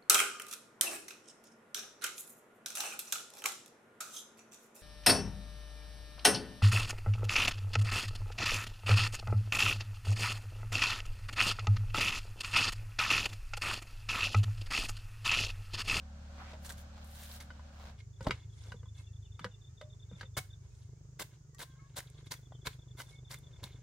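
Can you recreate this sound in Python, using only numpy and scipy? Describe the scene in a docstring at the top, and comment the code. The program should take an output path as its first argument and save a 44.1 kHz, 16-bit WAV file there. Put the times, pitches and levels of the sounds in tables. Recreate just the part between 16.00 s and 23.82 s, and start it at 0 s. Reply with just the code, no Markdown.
"""Beside rice fields, on a bamboo deck: earth is packed round a bamboo post.
The pole first scrapes loose soil close by (filtered grains under stroke envelopes); then, further back,
feet and pole knock on the deck (struck modes) and the pole jabs gritty earth (grain bursts, cracks).
A cricket chirps in twos and threes (sagging tones), insects hiss (shaped noise), birds and poultry call
faintly (gliding tones, harmonics); a far one-cylinder diesel drones (harmonics), then thuds (puffs)."""
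import sys
import numpy as np
from scipy import signal
from scipy.fft import rfft, irfft
from scipy.io import wavfile

SR = 44100
rng = np.random.default_rng(int(sys.argv[2]) if len(sys.argv) > 2 else 0)


def dump_mix(stems):
    """Bounce the given channels to the path in sys.argv[1] as a 16-bit WAV at rate SR."""
    frames = np.atleast_2d(stems).T  # one column per channel
    limited = np.clip(frames, -1, 1)  # hard clip at full scale
    pcm = np.round(limited * 32767).astype(np.int16)
    wavfile.write(sys.argv[1], SR, pcm)


N = 344862
TIME = np.arange(N) / SR
HIT = TIME[:SR // 2]  # time axis of one event


def undb(db):
    """Decibels to gain."""
    return 10 ** (np.asarray(db) / 20)


def unit(x):
    """Scale to rms 1."""
    return x / np.sqrt(np.mean(x ** 2))


def curves(table):
    """Each column of a (s, ..) table at every sample."""
    s, *columns = np.transpose(table)
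    return [np.interp(TIME, s, c) for c in columns]


def add(track, s, sound):
    """Mix a sound into the track from time s on."""
    start = max(int(s * SR), 0)
    part = sound[:N - start]
    track[start:start + len(part)] += part


def colour(x, spectrum, peaks=()):
    """Shape by a spectrum and optional resonances; rms 1."""
    f = np.maximum(np.fft.rfftfreq(len(x), 1 / SR), 1)
    hz, db = np.transpose(spectrum)
    shape = np.interp(np.log(f), np.log(hz), db)
    for centre, width, lift in peaks:
        shape = shape + lift / (1 + (2 * (f - centre) / width) ** 2)
    return unit(irfft(rfft(x) * undb(shape), len(x)))


def lowpass(x, hz, order=2):
    """Causal low-pass."""
    return signal.sosfilt(signal.butter(order, min(hz, SR / 2 - 1), fs=SR, output="sos"), x)


def walk(rate, size=N):
    """Random wander with a spread near 1; rate in knots per s."""
    knots = rng.standard_normal(int(size / SR * rate) + 2)
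    return np.interp(TIME[:size] * rate, np.arange(len(knots)), knots)


def grains(size, per_s, spread_db):
    """Dense tiny clicks of uneven strength; rms 1."""
    present = rng.random(size) < per_s / SR
    boost_db = spread_db * np.minimum(rng.exponential(size=size), np.pi)
    return unit(present * rng.standard_normal(size) * undb(boost_db))


def ring(hz, t60):
    """One struck mode."""
    return np.sin(2 * np.pi * hz * HIT) * np.exp(-np.log(1000) * HIT / t60)


def crumbly(x, rate, patchy_db, count=12):
    """Crumbs of different sizes break at different moments, so each band flares on its own; rms 1."""
    spectrum = rfft(x)
    band = count * np.sqrt(np.linspace(0, 1, len(spectrum)))
    total = 0
    for k in range(count):
        part = irfft(spectrum * np.maximum(1 - np.abs(band - k), 0), len(x))
        total = total + part * undb(patchy_db * walk(rate, size=len(x)))
    return unit(total)


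def spread(source, wide_hz, side_db):
    """Sound from many places: the two ears share the bass and differ in the treble."""
    mid, side = source(), source()
    side = side - lowpass(side, wide_hz, order=1)
    return mid + undb(side_db) * side * np.array([[1], [-1]])


def outdoors(x, lag_ms, scatter_db, t60):
    """The left ear hears a little later; deck and plants scatter a short tail, mostly treble."""
    x = np.broadcast_to(x, (2, N))
    tails = rng.standard_normal((2, len(HIT))) * np.exp(-np.log(1000) * HIT / t60)
    tails = signal.sosfilt(signal.butter(2, 850, "high", fs=SR, output="sos"), tails)
    tails *= undb(scatter_db) / np.sqrt(np.sum(tails ** 2, axis=1, keepdims=True))
    khz = np.fft.rfftfreq(N, 1000 / SR)
    left = irfft(rfft(x[0]) * np.exp(-2j * np.pi * khz * lag_ms), N)
    return np.array([left, x[1]]) + signal.fftconvolve(x, tails, axes=1)[:, :N]


# background spectra by the heap, over the fields, of the insects: pitch_hz, relative_db (per Hz)
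NEAR_AIR = [(25, -3), (55, 13), (110, 11), (220, 1), (300, -5.5), (410, -17), (560, 1), (660, -4.5),
            (790, -4), (920, -11), (1550, -6.5), (1950, -16), (3400, -17), (7000, -19.5), (11000, -38.5),
            (15500, -39)]
FIELD = [(18, -38), (30, -14.5), (75, -5), (126, -1.5), (160, -11.5), (195, -27.5), (320, -29.5),
         (410, -22), (505, -35), (1590, -41.5), (2550, -48.5), (3490, -46), (3980, -49), (6540, -42),
         (10200, -62), (15500, -70)]
INSECTS = [(4000, -13.5), (5000, -5.5), (5900, -3), (6700, 2.5), (7400, -3.5), (8500, -14), (10500, -22.5)]


def ambience(spectrum, db, flicker_db, wide_hz):
    """Diffuse shaped noise that wavers slowly and flickers."""
    air = spread(lambda: colour(rng.standard_normal(N), spectrum), wide_hz, 0.76)
    return air * undb(db + flicker_db * (walk(1.574) + walk(9.1)))


# diesel running fast: time_s, firing_hz, drone_db (before a 3 dB trim)
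FAST = [(0, 35.95, -44), (.3, 36.68, -46), (.75, 36.9, -45.5), (1.25, 36.97, -47.5), (1.7, 36.7, -48.5),
        (1.9, 35.46, -45.5)]
# its harmonics: multiple, relative_db
FAST_ORDERS = [(1, -6.5), (2, 4.5), (3, -16), (4, -18.5), (5, -12.5), (6, -9), (7, -20), (8, -29),
               (15, -23), (21, -23)]


def fast_diesel():
    """At speed the firings merge into a wavering drone of harmonics."""
    hz, db = curves(FAST)
    phase = 2 * np.pi * np.cumsum(hz) / SR
    drone = 0
    for k, g in FAST_ORDERS:
        tone = np.sin(round(k) * phase + 2 * np.pi * rng.random())
        drone = drone + undb(g + 0.29 * walk(8.8)) * tone
    return unit(drone) * undb(db - 3.0)


# diesel running slowly: time_s, firing_hz
SLOW = [(1.9, 25.21), (2.4, 26.22), (3.2, 25.49), (3.6, 26.41), (4.1, 24.37), (5.0, 25.42), (5.6, 24.22),
        (6.8, 25.14), (7.8, 25.04)]
# thud as the air carries it: time_s, base_db
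THUD_LEVEL = [(1.95, -52.5), (2.17, -49.5), (3.25, -49.5), (3.68, -54.5), (4.31, -49.5), (5.46, -56.5),
              (6.35, -51.5), (7.55, -53.5), (7.6, -51)]
# gas rasping in the exhaust: pitch_hz, relative_db (per Hz)
RASP = [(150, -22), (240, -2), (410, 1.5), (520, -8.5), (750, -16), (1500, -21), (4000, -58)]
THUD_DB, THUD_SCATTER_DB = 5, 1.96  # puff gain over base_db; spread from puff to puff
# the bass fades first, so a weaker thud sits higher
THUD_HZ, FULL_THUD_DB, THINNING_HZ_PER_DB = 101.7, -48.5, 2.5
HARDER_S, HARDER_HZ = 4.88, 15.2  # from here on the thuds sound harder and higher
SOFT_BARK_DB, HARD_BARK_DB = -40, -18.5  # mid-range rasp against the thud
SOFT_BARK_S, HARD_BARK_S = 0.0041, 0.0064  # half length of the rasp


def slow_diesel():
    """Separate exhaust puffs, rounded by distance; the air makes each one louder or softer."""
    hz, = curves(SLOW)
    db, = curves(THUD_LEVEL)
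    harder = TIME > HARDER_S
    centre_hz = THUD_HZ + THINNING_HZ_PER_DB * (FULL_THUD_DB - db) + HARDER_HZ * harder
    out, t = np.zeros(N), HIT[:SR // 10] - 1 / 20
    gas = colour(rng.standard_normal(N + len(t)), RASP)
    firings = np.flatnonzero(np.diff(np.floor(np.cumsum(hz) / SR)))
    for i in firings:
        puff = np.exp(-(t / 0.012) ** 2) * np.cos(2 * np.pi * centre_hz[i] * t)
        boom = 0.54 * np.exp(-(t / 0.01) ** 2) * np.cos(2 * np.pi * 62 * t)
        bark_db, bark_s = (HARD_BARK_DB, HARD_BARK_S) if harder[i] else (SOFT_BARK_DB, SOFT_BARK_S)
        bark = undb(bark_db) * np.exp(-(t / bark_s) ** 2) * gas[i:i + len(t)]
        puff_db = db[i] + THUD_DB + THUD_SCATTER_DB * rng.standard_normal()
        add(out, i / SR - .04, (puff + boom + bark) * undb(puff_db))
    return out


# faint far call, perhaps a rooster: time_s, pitch_hz, base_db
CROW = [(5.6, 532, -93), (5.67, 524, -72), (5.74, 528, -77), (5.8, 542, -75), (5.85, 556, -72),
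        (5.9, 565, -87)]
# its harmonics: multiple, relative_db
CROW_ORDERS = [(2, 3.5), (3, -1), (4, -12.5)]


def rooster():
    """Only the middle harmonics carry across the fields; the call wavers and ends."""
    hz, db = curves(CROW)
    calling = (TIME > CROW[0][0]) & (TIME < CROW[-1][0])
    phase = 2 * np.pi * np.cumsum(hz * (1 + 0.0111 * walk(70))) / SR
    harmonics = [undb(db + g + 3.0 * walk(25)) * np.sin(k * phase)
                 for k, (_, g) in enumerate(CROW_ORDERS, 2)]
    return calling * sum(harmonics)


# far hens: centre_s, pitch_hz, base_db, half_length_s
SQUAWKS = [(5.555, 379, -63, 0.012), (5.8, 435, -62.5, 0.0092)]
# their harmonics: multiple, relative_db
HEN_THROAT = [(3, -1), (4, -13), (5, -2)]


def hens():
    """Short nasal squawks of three upper harmonics."""
    out, t = np.zeros(N), HIT[:SR // 5] - 1 / 10
    for s, hz, db, half in SQUAWKS:
        phase = 2 * np.pi * np.cumsum(hz * (1 + 0.015 * walk(200, size=len(t)))) / SR
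        voice = sum(undb(db + g) * np.sin(k * phase) for k, (_, g) in enumerate(HEN_THROAT, 3))
        add(out, s - 1 / 10, np.exp(-(t / half) ** 2) * voice)
    return out


# far bird's notes: centre_s, pitch_hz, level_db, fall_per_s (share of the pitch)
BIRD = [(3.085, 2730, -72.5, 1.6), (3.262, 2900, -71.5, 4.8), (3.536, 2830, -72, 2.4),
        (5.719, 3340, -72, 1), (6.55, 3140, -69, 1.4), (7.14, 2195, -63.5, 0.21), (2.995, 2150, -66, 0.7),
        (2.993, 2640, -70.5, .3)]
FLOCK_HZ, FLOCK_DB = 900, -79  # lowest pitch and loudest note of the farthest birds


def bird():
    """Short whistles that slide down; many fainter birds twitter, sliding either way."""
    out, t = np.zeros(N), HIT[:SR // 5] - 1 / 10
    flock = [(s * N / SR, FLOCK_HZ * 3 ** pitch, FLOCK_DB - 10 * far, 4 * (fall - .5))
             for s, pitch, far, fall in rng.random((170, 4))]
    for s, hz, db, fall in list(BIRD) + flock:
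        tone = np.sin(2 * np.pi * np.cumsum(hz * (1 - fall * t)) / SR)
        add(out, s - 1 / 10, undb(db) * np.exp(-(t / 0.021) ** 2) * tone)
    return out


# cricket's wing tone: time_s, pitch_hz
WING = [(2.1, 3480), (2.9, 3440), (3.6, 3580), (4.4, 3552), (6.2, 3434), (7.1, 3493), (7.8, 3575)]
# bouts of song: start_s, end_s, first_period_s, pulses_per_chirp, base_db
BOUTS = [(2.139, 2.45, .0895, 2, -59.5), (2.504, 2.7, .084, 2, -60), (2.77, 3.35, 0.0915, 2, -60.5),
         (3.392, 3.56, .126, 2, -60), (3.621, 3.85, 0.16, 3, -58.5), (3.906, 4.05, 0.097, 2, -58.5),
         (4.102, 4.15, .124, 3, -58.5), (4.232, 4.42, .12, 2, -58), (4.509, 4.55, .1, 2, -58.5),
         (6.156, 6.66, .0925, 2, -56.5), (6.708, 7.1, .0895, 2, -60), (7.161, 7.6, .0937, 2, -59),
         (7.633, 7.78, .096, 2, -62.5)]
TIRING_S = .00036  # growth of the chirp period, per chirp
PULSE_GAP_S, SAG_HZ_PER_S, FIRST_PULSE_DB = .028, 14000, -2.5
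WARM_UP_DB, WARM_UP_S, PAUSE_S = -8, 0.45, 1  # after a long pause the song starts softly


def cricket():
    """Each closing of the wings is a short sagging tone, the first weaker; chirps slow through a bout."""
    out, t = np.zeros(N), HIT[:SR // 10] - 1 / 20
    woke = last_end = 0
    for s, end, period, pulses, db in BOUTS:
        woke, last_end = (s if s - last_end > PAUSE_S else woke), end
        while s < end:
            hz = np.interp(s, *np.transpose(WING))
            chirp_db = db + WARM_UP_DB * np.exp((woke - s) / WARM_UP_S)
            for k in range(int(round(pulses))):
                pulse_hz = hz * (1 + 0.00794 * rng.standard_normal())
                sag = SAG_HZ_PER_S * (1 + 0.2 * rng.standard_normal())
                tone = np.sin(2 * np.pi * np.cumsum(pulse_hz - sag * t) / SR)
                pulse_db = chirp_db + FIRST_PULSE_DB * (k == 0) + 1.7 * rng.standard_normal()
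                pulse = tone * np.exp(-np.abs(t / 0.0072) ** 2.6) * undb(pulse_db)
                add(out, s + k * PULSE_GAP_S - 1 / 20, pulse)
            s, period = s + period, period + TIRING_S
    return out


# clods crushed in the heap: peak_s, base_db, pitch_hz, rise_s, decay_s
CLODS = [(.42, -54, 1340, 0.038, 0.027), (.5, -61, 2100, 0.049, 0.033), (.535, -54, 840, .002, 0.022)]
CLOD_WIDTH, CLOD_RING_DB = 0.79, 18  # resonance width as a share of the pitch; its lift


def clods():
    """A clod gives way in small jerks with a dull, hollow crunch."""
    out, t = np.zeros(N), HIT - 1 / 10
    dull = [(200, -6), (600, 3), (2500, 3), (8000, -20)]
    for s, db, hz, rise, decay in CLODS:
        crunch = colour(grains(len(HIT), 2500, 1.2), dull, [(hz, CLOD_WIDTH * hz, CLOD_RING_DB)])
        force = np.exp(-(np.minimum(t, 0) / rise) ** 2 - np.maximum(t, 0) / decay)
        add(out, s - 1 / 10, crunch * force * undb(db + 1.6 * walk(146, size=len(HIT))))
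    return out


# strokes of the pole through loose soil: start_s, end_s, rub_base_db, sliding_crumbs_base_db
STROKES = [(0.298, 0.52, -59, -91), (0.628, 0.725, -63.5, -66), (0.774, 0.817, -82, -74),
           (0.906, 1.045, -60.5, -88), (1.055, 1.368, -63, -63.5), (1.733, 1.9, -58, -81)]
# spectra of rubbing and of crumbs: pitch_hz, relative_db (per Hz)
RUB = [(200, -24), (400, -8), (700, 2), (1200, -1.5), (1800, -9.5), (2500, -10), (4200, -10), (8000, -22.5),
       (12000, -49)]
CRUMBS = [(880, -31), (1500, -6), (1660, -6), (2340, -13), (3300, -7.5), (4120, -8), (5000, -11.5),
          (13800, -11.5), (16000, -15)]
# a stroke gathers soil over the first share of its length, then stops quickly
SWELL_DB, SWELL_SHARE, RELEASE_S = 11, 0.45, 0.019
RESTING_RUB_DB = -73  # base level of soil stirring between strokes


def scraping():
    """The pole rubs through loose soil; fine crumbs slide down the heap, a few coarse ones crackle."""
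    rubbing, sliding = undb(RESTING_RUB_DB), 0
    for start, end, rub_db, crumb_db in STROKES:
        gathered = np.clip((TIME - start) / (SWELL_SHARE * (end - start)), 0, 1)
        outside = np.maximum(start - TIME, 0) + np.maximum(TIME - end, 0)
        push = undb(SWELL_DB * (gathered - 1)) * np.exp(-outside / RELEASE_S)
        rubbing = np.hypot(rubbing, undb(rub_db) * push)
        sliding = np.hypot(sliding, undb(crumb_db) * push)
    rub = colour(grains(N, 1500, 1.0), RUB) * rubbing * undb(-1.5 + 2 * walk(61.5))
    fine = crumbly(colour(grains(N, 6000, 1.004), CRUMBS), 110, patchy_db=2.0)
    coarse = colour(grains(N, 270, 1.08), CRUMBS)
    return rub + (0.99 * fine + 0.21 * coarse) * sliding * undb(6.5 + 2.0 * walk(44.94))


# soft shuffles of feet and hands: centre_s, level_db, half_length_s, lowpass_hz
SHUFFLES = [(0.408, -57, 0.061, 1900), (0.52, -53.5, 0.038, 3000), (1.88, -55, .055, 1400),
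            (1.999, -59, 0.02, 4504), (2.24, -61.5, 0.035, 7800), (2.28, -35.5, 0.025, 900),
            (2.327, -56.5, 0.088, 3800), (2.647, -61.5, 0.09, 7200), (2.992, -62, 0.038, 7400),
            (2.695, -57, 0.034, 1610), (3.435, -53, 0.031, 2500), (4.152, -58, 0.034, 1090),
            (4.204, -56.5, 0.03, 4500), (4.656, -67.5, 0.025, 2518), (4.793, -72, 0.087, 8500),
            (5.334, -67.5, 0.037, 4500), (6.077, -70, 0.049, 4000), (6.19, -66, 0.041, 5060),
            (6.271, -57.5, 0.012, 6760), (6.73, -62, 0.023, 7500), (7.101, -64, 0.054, 8000),
            (7.36, -64, 0.35, 950)]
# resonances of the pole and its hole, also used by the thrusts: pitch_hz, width_hz, lift_db
POLE = [(568, 45, 6.5), (1000, 85, 7.5), (1590, 260, 8.5), (2152, 84, 13), (3630, 1300, 6)]
# hands keep stirring the soil during the jabs
RUSTLE_FROM_S, RUSTLE_DB, RUSTLE_HZ, RUSTLE_WANDER_DB = 5.6, -77.5, 3430, 8


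def shuffles():
    """Sandals and hands brush over grit; a faint rustle goes on between the jabs."""
    brushed = [(150, 8.5), (500, 3.5), (1500, -1.5), (4500, 2.0), (9000, 5.5), (16000, -1.5)]
    grit = crumbly(colour(grains(N, 9000, 1.0), brushed, POLE), 130, patchy_db=5.5)
    brushes = 0
    for s, db, half, hz in SHUFFLES:
        brushes = brushes + undb(db) * np.exp(-((TIME - s) / half) ** 2) * lowpass(grit, hz)
    rustle_gain = (TIME > RUSTLE_FROM_S) * undb(RUSTLE_DB + RUSTLE_WANDER_DB * walk(3.0))
    return brushes + rustle_gain * lowpass(grit, RUSTLE_HZ)


# the deck bending under feet and pole: start_s, level_db, pitch_hz, t60_s
FLEXES = [(2.2702, -13.5, 141, 0.013), (2.2746, -28, 294, 0.032), (2.292, -29, 150, 0.027),
          (2.716, -50, 167, .13), (3.409, -44, 180, .08), (3.421, -42, 151, 0.058),
          (3.454, -41.5, 190, 0.11), (4.126, -44, 170, 0.12), (4.397, -45, 149.4, 0.079),
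          (6.984, -56, 230, 0.034)]


def flexes():
    """The deck gives under a load and booms briefly."""
    out = np.zeros(N)
    for s, db, hz, t60 in FLEXES:
        add(out, s, undb(db) * lowpass(ring(hz, t60), 900))
    return out


def thud():
    """The heavy, quickly damped bounce of deck and ground; the soft contact rounds its start."""
    low = ring(70.0, 0.2) * 0.18 + ring(129, 0.09) * 0.56 - ring(189.5, 0.084) * 0.29
    high = ring(241, 0.039) * 0.26 + ring(380, 0.035) * 0.26
    return lowpass(low + high, 310)


# knocks on the deck: start_s, clack_db, contact_lowpass_hz, thud_db, slat_hz, slat_db, slat_t60_s,
# sand_db (against the clack), ring_length (share of a free deck's)
KNOCKS = [(.417, -41, 1000, -62, 770, -46, 0.058, -30, 0.79),
          (.533, -35, 1000, -57, 630, -47.5, 0.12, -16, 1.3),
          (1.504, -38, 2290, -70, 1480, -44, 0.027, -24, 1),
          (1.595, -45, 1396, -63, 1000, -49, 0.033, -30, 1),
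          (2.207, -30.5, 1240, -33, 528, -45.5, 0.075, -20, 1.1),
          (2.2674, -14.5, 1150, -38, 900, -28, 0.017, -22.5, 0.28),
          (2.2702, -14.5, 800, -46, 610, -20.5, 0.022, -26, 0.26),
          (2.294, -20, 710, -38, 391, -34, .06, -40, 1.1),
          (2.308, -15.5, 3000, -31.5, 2245, -28.5, 0.027, -23, 0.67),
          (2.659, -44, 900, -54, 505, -54.5, 0.11, -26, 1.05),
          (2.719, -33, 1900, -55, 500, -47, 0.047, -15, 0.77),
          (2.722, -37, 1900, -60, 1550, -41, 0.023, -27, 0.47),
          (2.741, -42, 1190, -37, 476, -48, 0.077, -29, 0.92),
          (2.831, -42, 1130, -50, 480, -52.5, 0.054, -30, 1.05),
          (2.857, -48, 1000, -62, 1030, -59, .056, -28, 1),
          (3.393, -37.5, 1900, -56, 1263, -42.5, 0.037, -8, 1.3),
          (3.4438, -20, 1900, -49, 1234, -35, 0.033, -18.5, 0.72),
          (3.448, -39, 1200, -55, 493, -39, 0.11, -29, 1),
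          (3.4615, -31.5, 1490, -50, 1480, -42, .03, -33, 0.61),
          (3.812, -33.5, 2000, -74, 607, -48, 0.24, -14.5, 0.67),
          (3.816, -50, 1500, -55, 565, -47.5, 0.091, -25, 1),
          (4.114, -42, 800, -38, 480, -48, 0.046, -25, 1),
          (4.129, -55, 1410, -48, 1366, -68, 0.3, -24, 1.5),
          (4.210, -32, 2830, -62, 1625, -41.5, 0.032, -12.5, 0.81),
          (4.23, -32.5, 2000, -39.5, 523, -54, 0.11, -24, 0.73),
          (4.385, -48, 900, -55, 748, -44, 0.087, -30, 1),
          (6.5215, -39, 1110, -72, 710, -46.5, 0.024, -36, 0.67),
          (6.673, -32, 900, -42, 436, -43, 0.056, -30, 0.85),
          (7.001, -32.5, 2590, -52, 1450, -39, .023, -28, 1.19)]
# deck modes, ringing freely: pitch_hz, relative_db, t60_s
DECK = [(435, -22.5, 0.21), (526, -8.5, 0.098), (696, -40, 0.012), (800, -32, 0.02), (970, -2, 0.071),
        (1213, 2, 0.03), (1310, -2.5, 0.042), (1513, 3, 0.041), (1830, -5, 0.022), (2000, 0.5, 0.055),
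        (2245, -0.5, 0.034), (2930, 5, 0.035), (3240, -9, 0.077), (3800, 10, 0.015), (4770, 8, 0.033)]
# sand crushed under a blow: pitch_hz, relative_db (per Hz)
SAND = [(200, -12), (1000, 9.5), (3500, 3.5), (6500, -1.5), (9000, -8), (16000, -20)]
SLAT_BUZZ, SLAT_BUZZ_HZ = 0.25, 260  # a slat chatters in its lashings: depth and rate


def knocks():
    """Each blow rings deck and slat; softer contact dulls it, and sand crunches under it."""
    out = np.zeros(N)
    for s, db, bright_hz, thud_db, slat_hz, slat_db, slat_t60, sand_db, free in KNOCKS:
        place_db, detune = rng.standard_normal((2, len(DECK)))  # each spot favours other modes
        modes = 0
        for (hz, g, t60), p, d in zip(DECK, place_db, detune):
            mode = ring(hz * (1 + 0.024 * d), t60 * free)
            modes = modes + rng.choice([-1, 1]) * undb(g + 0.5 * p) * mode
        crack = rng.standard_normal(len(HIT)) * (np.exp(-HIT / 0.0026) + 0.06 * np.exp(-HIT / 0.036))
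        sand = colour(grains(len(HIT), 12000, 1.3), SAND) * np.exp(-HIT / 0.0039)
        contact = 1 - np.exp(-HIT / 0.00097)
        clack = contact * (lowpass(0.14 * modes + 0.61 * crack, bright_hz) + undb(sand_db) * sand)
        slat = ring(slat_hz, slat_t60) * (1 + SLAT_BUZZ * walk(SLAT_BUZZ_HZ, size=len(HIT)))
        add(out, s, undb(db) * clack + undb(thud_db) * thud() + undb(slat_db) * slat)
    return out


# pebbles and hard crumbs cracking under pole and feet: start_s, level_db, pitch_hz, decay_s
PEBBLES = [(0.655, -54, 4530, 0.0016), (.663, -43.5, 7800, 0.0041), (0.7049, -39, 1730, 0.0028),
           (0.722, -46.5, 7600, 0.0044), (1.044, -57, 11000, .006), (1.3155, -49, 4100, .004),
           (1.35, -58, 4100, 0.0068), (1.425, -57, 4000, .004), (2.228, -53.5, 6000, 0.0033),
           (2.284, -46, 4000, .003), (4.378, -33.5, 1370, 0.0043), (5.197, -43, 4500, 0.0017),
           (5.222, -40, 3020, 0.0015), (5.547, -54.5, 6850, 0.0043), (5.583, -54, 3800, 0.0068),
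           (5.62, -45, 2200, .003), (5.627, -43, 9050, .003), (5.968, -39, 7995, .002),
           (5.9851, -36, 9010, 0.0019), (6.004, -40, 1710, .002), (6.1004, -54, 8450, 0.002),
           (6.321, -35, 4800, 0.0016), (6.3396, -42, 2100, 0.0026), (6.6605, -35, 4500, 0.0017),
           (6.6696, -33, 3400, 0.0037), (7.018, -45, 3900, 0.0032), (7.3135, -41.5, 5050, 0.0023),
           (7.319, -43, 1700, 0.0021), (7.343, -39, 2000, 0.0018), (7.386, -56, 10500, .004),
           (7.6394, -39, 3900, 0.0034)]
# spectrum of grit, also used by the thrusts: pitch_hz, relative_db (per Hz)
GRIT = [(100, 0.5), (300, -4.5), (550, -2.5), (1000, -3.5), (1700, -4), (3000, -5), (4500, -2.5),
        (8000, -2), (12000, -5), (16000, -6.5)]
PEBBLE_RING_DB, PEBBLE_WIDTH = 14.5, 0.62  # resonance lift; its width as a share of the pitch


def pebbles():
    """A pebble gives way with a sharp crack, coloured by its size."""
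    out = np.zeros(N)
    for s, db, hz, decay in PEBBLES:
        peak = (hz, PEBBLE_WIDTH * hz, PEBBLE_RING_DB)
        crack = colour(rng.standard_normal(len(HIT)), GRIT, [peak])
        add(out, s, undb(db) * crack * np.exp(-HIT / decay) * (1 - np.exp(-HIT / 0.00023)))
    return out


# thrusts into the earth: start_s, grit_db, rise_s, hold_s, decay_s, treble_db, hollow_ring_db, thud_db
THRUSTS = [(0.65, -53.5, 0.0035, 0.012, 0.0062, 2.5, 0, -70),
           (.6935, -48, 0.0012, 0.013, 0.0056, -0.5, 4, -51),
           (0.786, -69.5, 0.013, .0027, 0.011, 11.5, -1, -52),
           (1.404, -43, 0.0026, 0.007, 0.016, -9, -6.5, -65),
           (4.3718, -33, 0.0032, 0.014, 0.0072, -4, 3.5, -32),
           (5.198, -38.5, 0.0044, 0.028, 0.0043, -4, 2.5, -46),
           (5.595, -44.5, 0.0036, 0.04, 0.0058, -3.5, 4, -43),
           (5.972, -38.5, 0.0089, 0.018, 0.009, -4.5, -1.5, -60),
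           (6.32, -38.5, 0.0079, 0.0032, 0.0082, -0.5, 1, -48),
           (6.67, -32.5, 0.012, 0.0065, 0.0056, -13.5, -4.5, -37),
           (7.002, -45.5, 0.021, 0.012, 0.011, -5, -1, -61),
           (7.314, -50, 0.012, 0.026, 0.014, -0.5, 0, -50),
           (7.637, -49.5, 0.0056, 0.0021, 0.019, -1.5, 8, -37)]


def thrusts():
    """The pole crushes grit as long as it sinks, the ground thuds, and crumbs trickle after it."""
    out, lead = np.zeros(N), .05  # s of room for the rise
    for s, db, rise, hold, decay, treble_db, hollow_db, thud_db in THRUSTS:
        after = np.maximum(HIT - lead - hold, 0)
        onset = np.exp(-(np.minimum(HIT - lead, 0) / rise) ** 2)
        force = onset * (np.exp(-(after / decay) ** 0.98) + undb(-30.5) * np.exp(-after / 0.077))
        loose = 1 - np.exp(-after / 0.033)
        # the earth gives way in jerks, then in single crumbs
        slips = undb((0.73 + 2.3 * loose) * walk(219.5, size=len(HIT)))
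        peaks = [(hz * (1 + 0.019 * rng.standard_normal()), width, lift) for hz, width, lift in POLE]
        peaks.append((675, 830, hollow_db))
        grit = crumbly(colour(grains(len(HIT), 12000, 2.4), GRIT, peaks), 419.0, patchy_db=3.5)
        body = lowpass(grit, 1440, order=1)
        add(out, s - lead, undb(db) * force * slips * (body + undb(treble_db) * (grit - body)))
        add(out, s, undb(thud_db) * thud())
    return out


MOVE_S, MOVE_FADE_S = 1.95, 0.12  # mid-time and length of the crossfade between listening places


def scene():
    """First close to the heap of soil, then back on the deck."""
    moved = np.clip((TIME - MOVE_S) / MOVE_FADE_S + .5, 0, 1)
    close = spread(lambda: scraping() + clods(), 1400, 0.032)
    close = close + fast_diesel() + ambience(NEAR_AIR, -58.5, 0.81, 750)
    field = ambience(FIELD, -58.5, 1.0, 480) + ambience(INSECTS, -77.0, 0.37, 1000) + slow_diesel()
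    far_calls = outdoors(rooster() + hens() + bird(), .02, -2.2, 0.22)
    creatures = outdoors(cricket(), 0.013, -6.5, 0.086) + far_calls
    earth = spread(lambda: thrusts() + pebbles(), 720, -6.0) + spread(shuffles, 620, -2.5)
    work = outdoors(knocks() + flexes(), 0.029, -4.0, 0.076) + outdoors(earth, 0.025, -13.0, 0.24)
    return (1 - moved) * close + moved * (field + creatures) + work


# left microphone over the right: pitch_hz, lead_db
LEFT_LEAD = [(200, 0), (600, .5), (2000, -.5), (7000, -1), (12000, 2.3)]
TOP_HZ = 15800


def record(dry):
    """The microphones differ a little in colour; the recorder drops deepest rumble and cuts the top."""
    hz, db = np.transpose(LEFT_LEAD)
    lead_db = np.interp(np.fft.rfftfreq(N, 1 / SR), hz, db)
    dry = irfft(rfft(dry) * undb(np.array([lead_db, -lead_db]) / 2), N)
    dry = signal.sosfilt(signal.butter(3, 32, "high", fs=SR, output="sos"), dry)
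    return signal.sosfilt(signal.ellip(10, .2, 70, TOP_HZ, fs=SR, output="sos"), dry)


dry = scene()
out = record(dry)
dump_mix(out)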